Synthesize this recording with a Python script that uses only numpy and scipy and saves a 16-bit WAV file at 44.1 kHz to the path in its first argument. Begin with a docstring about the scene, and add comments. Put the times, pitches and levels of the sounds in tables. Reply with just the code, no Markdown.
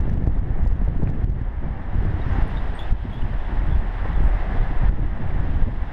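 """A small camera held out of the window of a moving car, 5.9 s. From the start, wind noise and pressure pulses
thump on its microphone port, jumps in the signal crackle, short noise bursts flap, and tyres roar as shaped noise.
From 1.25 s the road sound drops at once after some hard buffets and creeps back. Bright puffs of noise start at
2.0 s; near 2.3 s a truck passes the other way as a swell of band noise. From 2.2 s something on the car squeaks
and from 2.3 s a bird chirps by the roadside, both as short gliding tones."""
import sys
import numpy as np
from scipy import signal
from scipy.fft import rfft, irfft, next_fast_len
from scipy.io import wavfile
from scipy.ndimage import uniform_filter1d

SR = 44100
rng = np.random.default_rng(int(sys.argv[2]) if len(sys.argv) > 2 else 0)


def transcribe(signal):
    """Save signal, clipped to [-1, 1], as a 16-bit WAV file at the path in sys.argv[1]."""
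    frames = np.atleast_2d(signal).T
    limited = np.clip(frames, -1, 1)
    pcm = np.round(limited * 32767).astype(np.int16)
    wavfile.write(sys.argv[1], SR, pcm)


N = 261072
CUTOFF_HZ = 15200


def amp(db):
    """dB to gain."""
    return 10 ** (np.asarray(db) / 20)


def rms_one(x):
    """Scaled to rms 1."""
    return x / np.sqrt(np.mean(x ** 2) + 1e-20)


def in_time(rows):
    """Each column of a (time, values...) curve, interpolated to every sample."""
    time_s, *columns = np.transpose(rows)
    return [np.interp(np.arange(N) / SR, time_s, column) for column in columns]


def drift(rate_hz):
    """Slow random curve of rms 1: noise through two equal poles at rate_hz."""
    step = 20  # samples between computed points
    pole = np.exp(-2 * np.pi * rate_hz * step / SR)
    settle = 4000
    noise = rng.standard_normal(N // step + settle + 2)
    slow = signal.lfilter([1], [1, -2 * pole, pole ** 2], noise)[settle:]
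    return np.interp(np.arange(N) / step, np.arange(len(slow)), rms_one(slow))


def band(x, low_hz, high_hz):
    """Butterworth band-pass."""
    return signal.sosfilt(signal.butter(2, [low_hz, high_hz], "band", fs=SR, output="sos"), x)


def steep_band(x, low_hz, high_hz):
    """Band-pass applied twice for steeper edges."""
    return band(band(x, low_hz, high_hz), low_hz, high_hz)


def patchy_noise(spectrum, unit_band_hz, shared_db, own_db, rate_hz):
    """Coloured noise in octave bands that flicker partly together; rms 1 within unit_band_hz."""
    size = next_fast_len(N)
    hz = np.maximum(np.arange(size // 2 + 1) * SR / size, 1)
    point_hz, point_db = np.transpose(spectrum)
    colour = amp(np.interp(np.log(hz), np.log(point_hz), point_db, -200, -200))
    coloured = colour * rfft(rng.standard_normal(size))
    together = drift(rate_hz)
    octave = np.log2(hz / point_hz[0])
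    out = np.zeros(N)
    for k in range(int(np.log2(point_hz[-1] / point_hz[0])) + 2):
        share = np.clip(1 - np.abs(octave - k), 0, 1)  # overlapping triangles add up to one
        flicker = amp(shared_db * together + own_db * drift(rate_hz))
        out += flicker * irfft(share * coloured, size)[:N]
    return out / np.std(band(out, *unit_band_hz))


# wind on the port, before the buffets thin it: (time [s], large eddies [dB], small eddies [dB])
WIND_LEVELS = [(0.0, -19, -22.5), (0.2, -24, -29), (0.28, -20.5, -26.5), (0.44, -24.5, -31),
               (0.65, -19, -28.5), (0.79, -24, -31.5), (1.04, -19.5, -26.5), (1.2, -22, -31),
               (1.45, -25.5, -36), (1.6, -21, -39), (1.63, -19.5, -31.5), (1.91, -27, -37),
               (1.96, -20, -27.5), (2.24, -20, -32), (2.42, -18.5, -26), (2.46, -26, -30),
               (2.88, -23, -40.5), (2.92, -21, -19), (2.97, -29.5, -48), (3.03, -21, -34.5),
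               (3.15, -30, -34), (3.2, -23, -29.5), (3.43, -22, -40), (3.76, -18.5, -24.5),
               (3.91, -25.5, -42), (4.24, -13.5, -27.5), (4.34, -26, -42), (4.62, -16, -23),
               (4.65, -21, -37), (4.8, -18.5, -32), (4.83, -16, -29.5), (5.09, -26, -33),
               (5.64, -16, -30.5), (5.7, -31.5, -26.5), (5.75, -19.5, -36.5), (5.92, -33, -38)]
# eddy spectra, relative: (frequency [Hz], density [dB per Hz])
LARGE_EDDY_SPECTRUM = [(3, -32.5), (8, 6.5), (22, -3.5), (40, 2), (80, -11), (160, -28.5), (400, -42.5)]
SMALL_EDDY_SPECTRUM = [(40, -30), (90, 3), (125, -3), (180, -6), (300, -14.5), (500, -24.5), (750, -29.5),
                       (1100, -43.5), (3000, -57)]
STIR_DB = -5.5  # small-eddy change where the smoothed buffets are strongest


def wind(blows):
    """Eddies pass the port as lumpy pressure noise; buffets weaken both sizes, the small ones most."""
    large_db, small_db = in_time(WIND_LEVELS)
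    large = patchy_noise(LARGE_EDDY_SPECTRUM, (8, 70), shared_db=1.13, own_db=0.0, rate_hz=9.5)
    small = patchy_noise(SMALL_EDDY_SPECTRUM, (90, 350), shared_db=2.5, own_db=2.5, rate_hz=37.0)
    stir = uniform_filter1d(np.abs(blows), size=2000)
    eddies = amp(large_db) * large + amp(small_db + STIR_DB * stir / stir.max()) * small
    calm = 1 / (1 + uniform_filter1d(np.abs(blows), size=300) / 0.13)
    return calm * eddies


# tyres and traffic, before the drops: (time [s], roar [dB], hiss [dB])
ROAD_LEVELS = [(0, -44.5, -61.5), (.6, -45, -64.5), (1.2, -45, -62.5), (1.35, -45.5, -63.5),
               (1.41, -41, -60.5), (1.55, -43.5, -63.5), (1.8, -41.5, -61), (2.2, -39.5, -56.5),
               (2.38, -35, -52), (2.48, -37, -52), (2.6, -36.5, -52.5), (2.7, -39, -54),
               (2.92, -39.5, -53.5), (3.2, -39.5, -54), (3.6, -37.5, -54.5), (3.8, -40, -56.5),
               (4.1, -36, -54.5), (4.48, -37, -54.5), (4.56, -36, -54), (4.66, -37.5, -55.5),
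               (4.85, -38, -55.5), (5.1, -40, -57.5), (5.3, -37.5, -55.5), (5.38, -37.5, -55.5),
               (5.46, -39, -55.5), (5.6, -40, -56), (5.92, -38.5, -56)]
# road spectra, relative: (frequency [Hz], density [dB per Hz])
ROAR_SPECTRUM = [(150, -11.5), (300, -3), (480, -6.5), (800, -1.5), (1150, -8), (1390, -10.5), (1750, -7),
                 (1950, -9.5), (2400, -20), (3200, -53)]
HISS_SPECTRUM = [(1800, -24), (2600, 5.5), (3500, 0.5), (4300, -9.5), (5350, -13), (5650, -17), (7000, -24),
                 (8500, -22.5), (10000, -29.5), (12000, -31.5), (15000, -50.5)]


def road():
    """Tyre roar coloured by the camera housing, and the hiss above it, as flickering shaped noise."""
    roar_db, hiss_db = in_time(ROAD_LEVELS)
    roar = patchy_noise(ROAR_SPECTRUM, (600, 2400), shared_db=0.58, own_db=0.2, rate_hz=25)
    hiss = patchy_noise(HISS_SPECTRUM, (2600, 6000), shared_db=0.5, own_db=0.8, rate_hz=27)
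    return road_drops() * (amp(roar_db) * roar + amp(hiss_db) * hiss)


# buffets: (time [s], peak [dB], mean flank length [ms])
BUFFET_EVENTS = [(0.006, -7.5, 4.9), (0.041, -14, 8.9), (0.096, -12.5, 6.4), (0.139, -9.5, 4.7),
                 (0.178, -8.5, 6), (0.241, -8, 5.8), (0.276, -3, 3.6), (0.331, -12.5, 9.6),
                 (0.384, -10, 9.6), (0.396, -13.5, 5.8), (0.507, -8, 5.2), (0.551, -11, 12),
                 (0.633, -10, 5.6), (0.651, -14, 5.3), (0.673, -5, 7.8), (0.727, -6.5, 4.8),
                 (0.818, -11.5, 3.5), (0.848, -12, 5.8), (0.885, -7, 4.7), (0.98, -11.5, 8.6),
                 (1.033, -6, 2.6), (1.039, -8, 4.4), (1.093, -11, 3.9), (1.099, -10.5, 3.9),
                 (1.243, -6.5, 4.2), (1.3, -11.5, 4.8), (1.416, -13, 3.6), (1.957, -7.5, 5.3),
                 (1.987, -8, 4.5), (2.054, -12, 4.1), (2.143, -10.5, 3.6), (2.267, -12, 3.6),
                 (2.327, -10, 6.1), (2.386, -6.5, 4), (2.428, -2, 8.3), (2.922, -2.5, 9.5),
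                 (3.224, -10, 12.4), (3.392, -13, 15), (3.636, -12, 9.2), (3.688, -10, 4.4), (3.726, -9, 4),
                 (3.752, -6.5, 8.2), (3.788, -7, 13), (4.049, -12.5, 6.6), (4.168, -7, 10.7),
                 (4.204, -6, 4.6), (4.234, -8.5, 6.7), (4.275, -6.5, 7.7), (4.35, -10.5, 8.7),
                 (4.425, -14, 12), (4.542, -19, 7.1), (4.6, -4, 11.7), (4.785, -7, 22), (4.834, -7.5, 6),
                 (4.891, -2, 7.3), (5.062, -10.5, 12.5), (5.131, -15, 5.9), (5.262, -11.5, 3.8),
                 (5.331, -15.5, 10), (5.364, -10, 5.9), (5.403, -7, 4.2), (5.476, -14, 8.5),
                 (5.505, -13, 6.6), (5.561, -8, 6.4), (5.629, 1.5, 9.7), (5.824, -10.5, 7.1)]
PULL_SHARE = .65  # chance that a buffet sucks at the port
LEAN = .55  # one flank shorter, the other longer, by up to this share
POINTED = 0.84  # share of triangle in the shape; the rest is a rounded bump
REBOUND, REBOUND_WIDTHS = 0.13, 3  # opposite swing: share of the peak, length in flank lengths


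def buffets():
    """Each buffet is one pointed, leaning push or pull of pressure inside a broader swing the other way."""
    pad = SR // 10
    out = np.zeros(N + 2 * pad)
    for time_s, peak_db, flank_ms in BUFFET_EVENTS:
        sign = -1 if rng.random() < PULL_SHARE else 1
        lean = LEAN * rng.uniform(-1, 1)
        for share, widths in ((1 + REBOUND, 1), (-REBOUND, REBOUND_WIDTHS)):
            flank = widths * flank_ms * SR / 1000
            rise, fall = int(flank * (1 + lean)), int(flank * (1 - lean))
            ramp = np.r_[np.linspace(0, 1, rise), np.linspace(1, 0, fall)]
            shape = POINTED * ramp + (1 - POINTED) * np.sin(np.pi / 2 * ramp) ** 2
            at = pad + round(time_s * SR) - rise
            out[at:at + rise + fall] += sign * share * amp(peak_db) * shape
    return out[pad:pad + N]


# crackle runs: (time [s], level at the run's end before scatter and filters [dB], length [ms])
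CRACKLE_RUNS = [(0.006, -37.5, 3), (0.0938, -43, 6.2), (0.131, -39, 0.56), (0.14, -42, 2.5),
                (0.177, -44.5, 2.2), (0.2386, -45.5, 3.2), (0.265, -48, 5), (0.2725, -47, .6),
                (0.2756, -45, 1), (0.281, -44, 2.1), (0.296, -53, .6), (0.328, -56, .6),
                (0.384, -46.5, 4.6), (0.393, -50, .8), (0.398, -52, 2.9), (0.6337, -39, 0.49),
                (0.652, -45, 2.6), (0.674, -40, 2.8), (0.7136, -45, 0.6), (0.7284, -43, 3.4),
                (0.7495, -48, .6), (0.7645, -51, .6), (0.8498, -39, 0.67), (0.858, -54, .6),
                (0.883, -46, 1.9), (0.98, -49, 1.5), (1.034, -46, 0.69), (1.037, -44.5, 2.2),
                (1.058, -52, .6), (1.079, -48, .6), (1.091, -43, 0.6), (1.1002, -40.5, 2.8),
                (1.24, -43, 1.05), (1.2424, -40, 3.1), (1.3, -46, 3), (1.321, -51, .6), (1.407, -50, .6),
                (1.416, -52, 4), (2.418, -47, 6.5), (2.906, -49, 8.9), (2.9249, -40.5, 1.9),
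                (4.1305, -49, 4.2), (4.8917, -45.5, 3.7)]
# faint single crackles at random early on; level before scatter and filters
FAINT_PER_S, FAINT_DB, FAINT_UNTIL_S = 40, -55, 1.46


def crackles(steps_per_s=4000, edge_hz=900, dull_hz=8000):
    """Runs of tiny jumps in the signal, a fraction of a millisecond apart, tending to grow along the run."""
    gate = np.zeros(N)
    for time_s, level_db, length_ms in CRACKLE_RUNS:
        at, n = round(time_s * SR), max(int(length_ms * SR / 1000), 4)
        gate[at:at + n] = amp(level_db) * np.linspace(.35, 1, n)
    phase = np.cumsum(steps_per_s / SR * amp(2.9 * drift(600)))
    ticks = np.diff(np.floor(phase), prepend=0)
    openings = np.diff(np.sign(gate), prepend=0)  # a run opens with a jump
    runs = gate * np.maximum(ticks, openings) * amp(3.0 * rng.standard_normal(N))
    chosen = (rng.random(N) < FAINT_PER_S / SR) * (np.arange(N) < FAINT_UNTIL_S * SR)
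    faint = chosen * amp(FAINT_DB + 3 * rng.standard_normal(N))
    jumps = (runs + faint) * rng.choice([-1, 1], N)
    leak = np.exp(-2 * np.pi * edge_hz / SR)  # each jump decays back
    edges = signal.lfilter([1], [1, -leak], jumps + 1e-18)
    return band(edges, edge_hz, dull_hz)


def bursts(rows, low_hz, kick):
    """Band noise that starts at once, led by a kick, and dies away: (time s, peak dB, t60 s, top Hz)."""
    out, t = np.zeros(N + SR), np.arange(SR // 8) / SR
    for time_s, peak_db, t60_s, high_hz in rows:
        noise = rng.standard_normal(len(t))
        burst = amp(-60 * t / t60_s) * (noise + kick * (t < .0005))
        shaped = steep_band(burst, low_hz, high_hz)
        out[round(time_s * SR):][:len(t)] += amp(peak_db) * shaped / np.abs(shaped).max()
    return out[:N]


# sharp flaps of air across the port: (time [s], peak [dB], top [Hz])
FLAP_EVENTS = [(0.076, -28, 910), (0.172, -31, 800), (0.222, -29, 600), (0.2725, -25, 990),
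               (0.361, -29, 500), (0.376, -30, 890), (0.429, -44, 500), (0.49, -34, 695),
               (0.59, -28.5, 1000), (0.661, -25, 1004), (0.813, -29, 694), (0.876, -24, 600),
               (0.999, -26, 444), (1.022, -23.5, 1100), (1.031, -24, 700), (1.073, -29.5, 2000),
               (1.094, -28.5, 800), (1.19, -33, 694), (1.546, -39, 600), (1.64, -31.5, 800),
               (2.024, -31, 600), (2.049, -27, 505), (2.197, -28, 700), (2.519, -36, 900),
               (3.222, -35, 2200), (4.053, -19, 1190), (4.175, -33, 1220), (4.549, -30.5, 1200),
               (4.922, -30, 494), (5.289, -33, 496), (5.623, -31, 590)]
FLAP_T60_S = .04


def flaps():
    """Air flaps across the port as low, fast-dying noise bursts with a kick at the front."""
    rows = [(time_s, peak_db, FLAP_T60_S, top_hz) for time_s, peak_db, top_hz in FLAP_EVENTS]
    return bursts(rows, 160, kick=0.66)


def sag(events, back_s):
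    """dB that fall at once at each (time s, depth dB) and return exponentially, time constant back_s."""
    t = np.arange(N) / SR
    total_db = np.zeros(N)
    for time_s, depth_db in events:
        total_db -= depth_db * (t > time_s) * np.exp(-np.maximum(t - time_s, 0) / back_s)
    return total_db


# road-sound drops after hard buffets: (time [s], depth [dB])
ROAD_DROPS = [(1.252, 4.5), (2.43, 1.5), (2.929, 5), (4.893, 5), (5.632, 3.5)]
CREEP_S = 0.61  # time constant
DIP_DB, DIP_S = 3, 0.054  # brief dip at the end of each crackle run over 1 ms; time constant


def road_drops():
    """Gain on the road sound: long drops at listed times, brief dips after the longer crackles."""
    dips = [(time_s + length_ms / 1000, DIP_DB) for time_s, _, length_ms in CRACKLE_RUNS if length_ms > 1]
    return amp(sag(ROAD_DROPS, CREEP_S) + sag(dips, DIP_S))


# bright puffs of air from passing traffic: (time [s], peak [dB], t60 [s])
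PUFF_EVENTS = [(2.029, -60, .012), (2.478, -54, 0.04), (2.491, -61, .02)]


def puffs():
    """Puffs of air as short high-band noise bursts without a kick."""
    return bursts([(*puff, 11500) for puff in PUFF_EVENTS], 8500, kick=0)


# the truck's airy rush: (nearest [s], time from nearest to half amplitude [s], mean level at nearest [dB])
TRUCK_RUSH = (2.3, 0.071, -69)
# the thin hiss that trails it, same columns
TRUCK_TRAIL = (2.5, .2, -86)


def truck_band(passing, low_hz, high_hz):
    """Noise band that swells and fades as the truck passes, amplitude 1 / (1 + time squared)."""
    nearest_s, halve_s, level_db = passing
    nearness = 1 / (1 + ((np.arange(N) / SR - nearest_s) / halve_s) ** 2)
    noise = rms_one(steep_band(rng.standard_normal(N), low_hz, high_hz))
    return amp(level_db + 2.0 * drift(30)) * nearness * noise


def truck():
    """Bright tyre rush of a passing truck, then a thinner, higher hiss."""
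    return truck_band(TRUCK_RUSH, 4700, 5800) + truck_band(TRUCK_TRAIL, 8500, 13500)


GLIDE_BEND = .6  # under 1: most of a note's glide comes early


def notes(table, waver, throb_db, blur):
    """Short gliding tones, loudest near the start; blur is the share of randomly modulated amplitude."""
    out = np.zeros(N)
    wobble = waver * drift(300)
    throb = amp(throb_db * drift(150))
    smear = 1 - blur + blur * drift(160)
    for time_s, length_s, rise_s, start_hz, end_hz, level_db, overtones_db in table:
        at, n = round(time_s * SR), round(length_s * SR)
        part = slice(at, at + n)
        along = np.linspace(0, 1, n)
        glide_hz = start_hz + (end_hz - start_hz) * along ** GLIDE_BEND
        unsteady = 1 + wobble[part] * (.5 + .5 * (1 - along) ** 2)
        phase = 2 * np.pi * np.cumsum(glide_hz * unsteady) / SR
        shape = np.minimum(along * length_s / rise_s, 1) ** 2 * (1 - along) ** .75
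        overtones = sum(np.sin(k * phase) for k in range(2, 5) if k * end_hz < CUTOFF_HZ)
        tone = np.sin(phase) + amp(overtones_db) * overtones
        out[part] += amp(level_db) * shape * throb[part] * smear[part] * tone
    return out


# squeaks: (time [s], length [s], rise [s], start [Hz], end [Hz], level before shaping [dB],
# each overtone relative to the fundamental [dB])
SQUEAK_NOTES = [(2.212, 0.029, 0.0063, 3850, 3780, -44, -42), (2.558, 0.033, .014, 3620, 3700, -34, -32),
                (2.787, 0.076, 0.0045, 3330, 3580, -39.5, -27), (3.122, 0.09, .005, 3260, 3470, -47, -27),
                (3.217, .012, 0.0032, 3000, 2920, -40.5, -39), (3.395, .022, .004, 3450, 3420, -52, -40),
                (3.435, 0.055, .004, 3400, 3380, -49, -40), (3.705, 0.067, 0.0062, 3360, 3440, -50, -36),
                (4.128, 0.018, 0.0035, 3700, 3700, -53, -43), (4.141, 0.056, 0.0043, 3430, 3440, -48, -57)]


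def squeaks():
    """Something on the car squeaks: gliding tones with wavering pitch and rough amplitude."""
    return notes(SQUEAK_NOTES, waver=0.024, throb_db=2.5, blur=.3)


# thin high chirps: (time [s], length [s], rise [s], start [Hz], end [Hz], level before shaping [dB],
# each overtone relative to the fundamental [dB])
CHIRP_NOTES = [(2.325, 0.048, .003, 6400, 6600, -66, -39), (2.744, 0.035, 0.0042, 8700, 8150, -56, -25),
               (2.77, .05, .003, 8450, 8750, -65, -30), (3.085, 0.042, .003, 8100, 8500, -77, -28),
               (3.657, 0.09, .005, 8130, 8760, -70, -21), (3.795, 0.054, .003, 8350, 8600, -73, -33),
               (4.015, 0.042, 0.0027, 8300, 8400, -79, -30), (4.222, 0.089, .005, 8000, 7900, -65, -28),
               (4.27, 0.053, 0.0027, 8400, 8500, -76, -30)]


def chirps():
    """A roadside bird: higher gliding tones, steadier in pitch and less rough."""
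    return notes(CHIRP_NOTES, waver=0.015, throb_db=3.5, blur=.1)


def scene():
    """Everything reaches one microphone; the tallest wind and buffet peaks on the port are rounded."""
    blows = buffets()
    push = wind(blows) + blows
    rounded = push / (1 + np.abs(push / .45) ** 4) ** .25  # limit 0.45
    port = rounded + crackles() + flaps()
    return (port + road() + puffs() + truck() + squeaks() + chirps())[None]


def record(dry):
    """The lowest rumble and the top are cut; the first 3 ms fade in."""
    fade = np.minimum(np.arange(N) / (.003 * SR), 1)
    x = signal.sosfilt(signal.butter(1, 6, "high", fs=SR, output="sos"), dry * fade)
    return signal.sosfilt(signal.cheby2(12, 70, CUTOFF_HZ, fs=SR, output="sos"), x)


dry = scene()
out = record(dry)
transcribe(out)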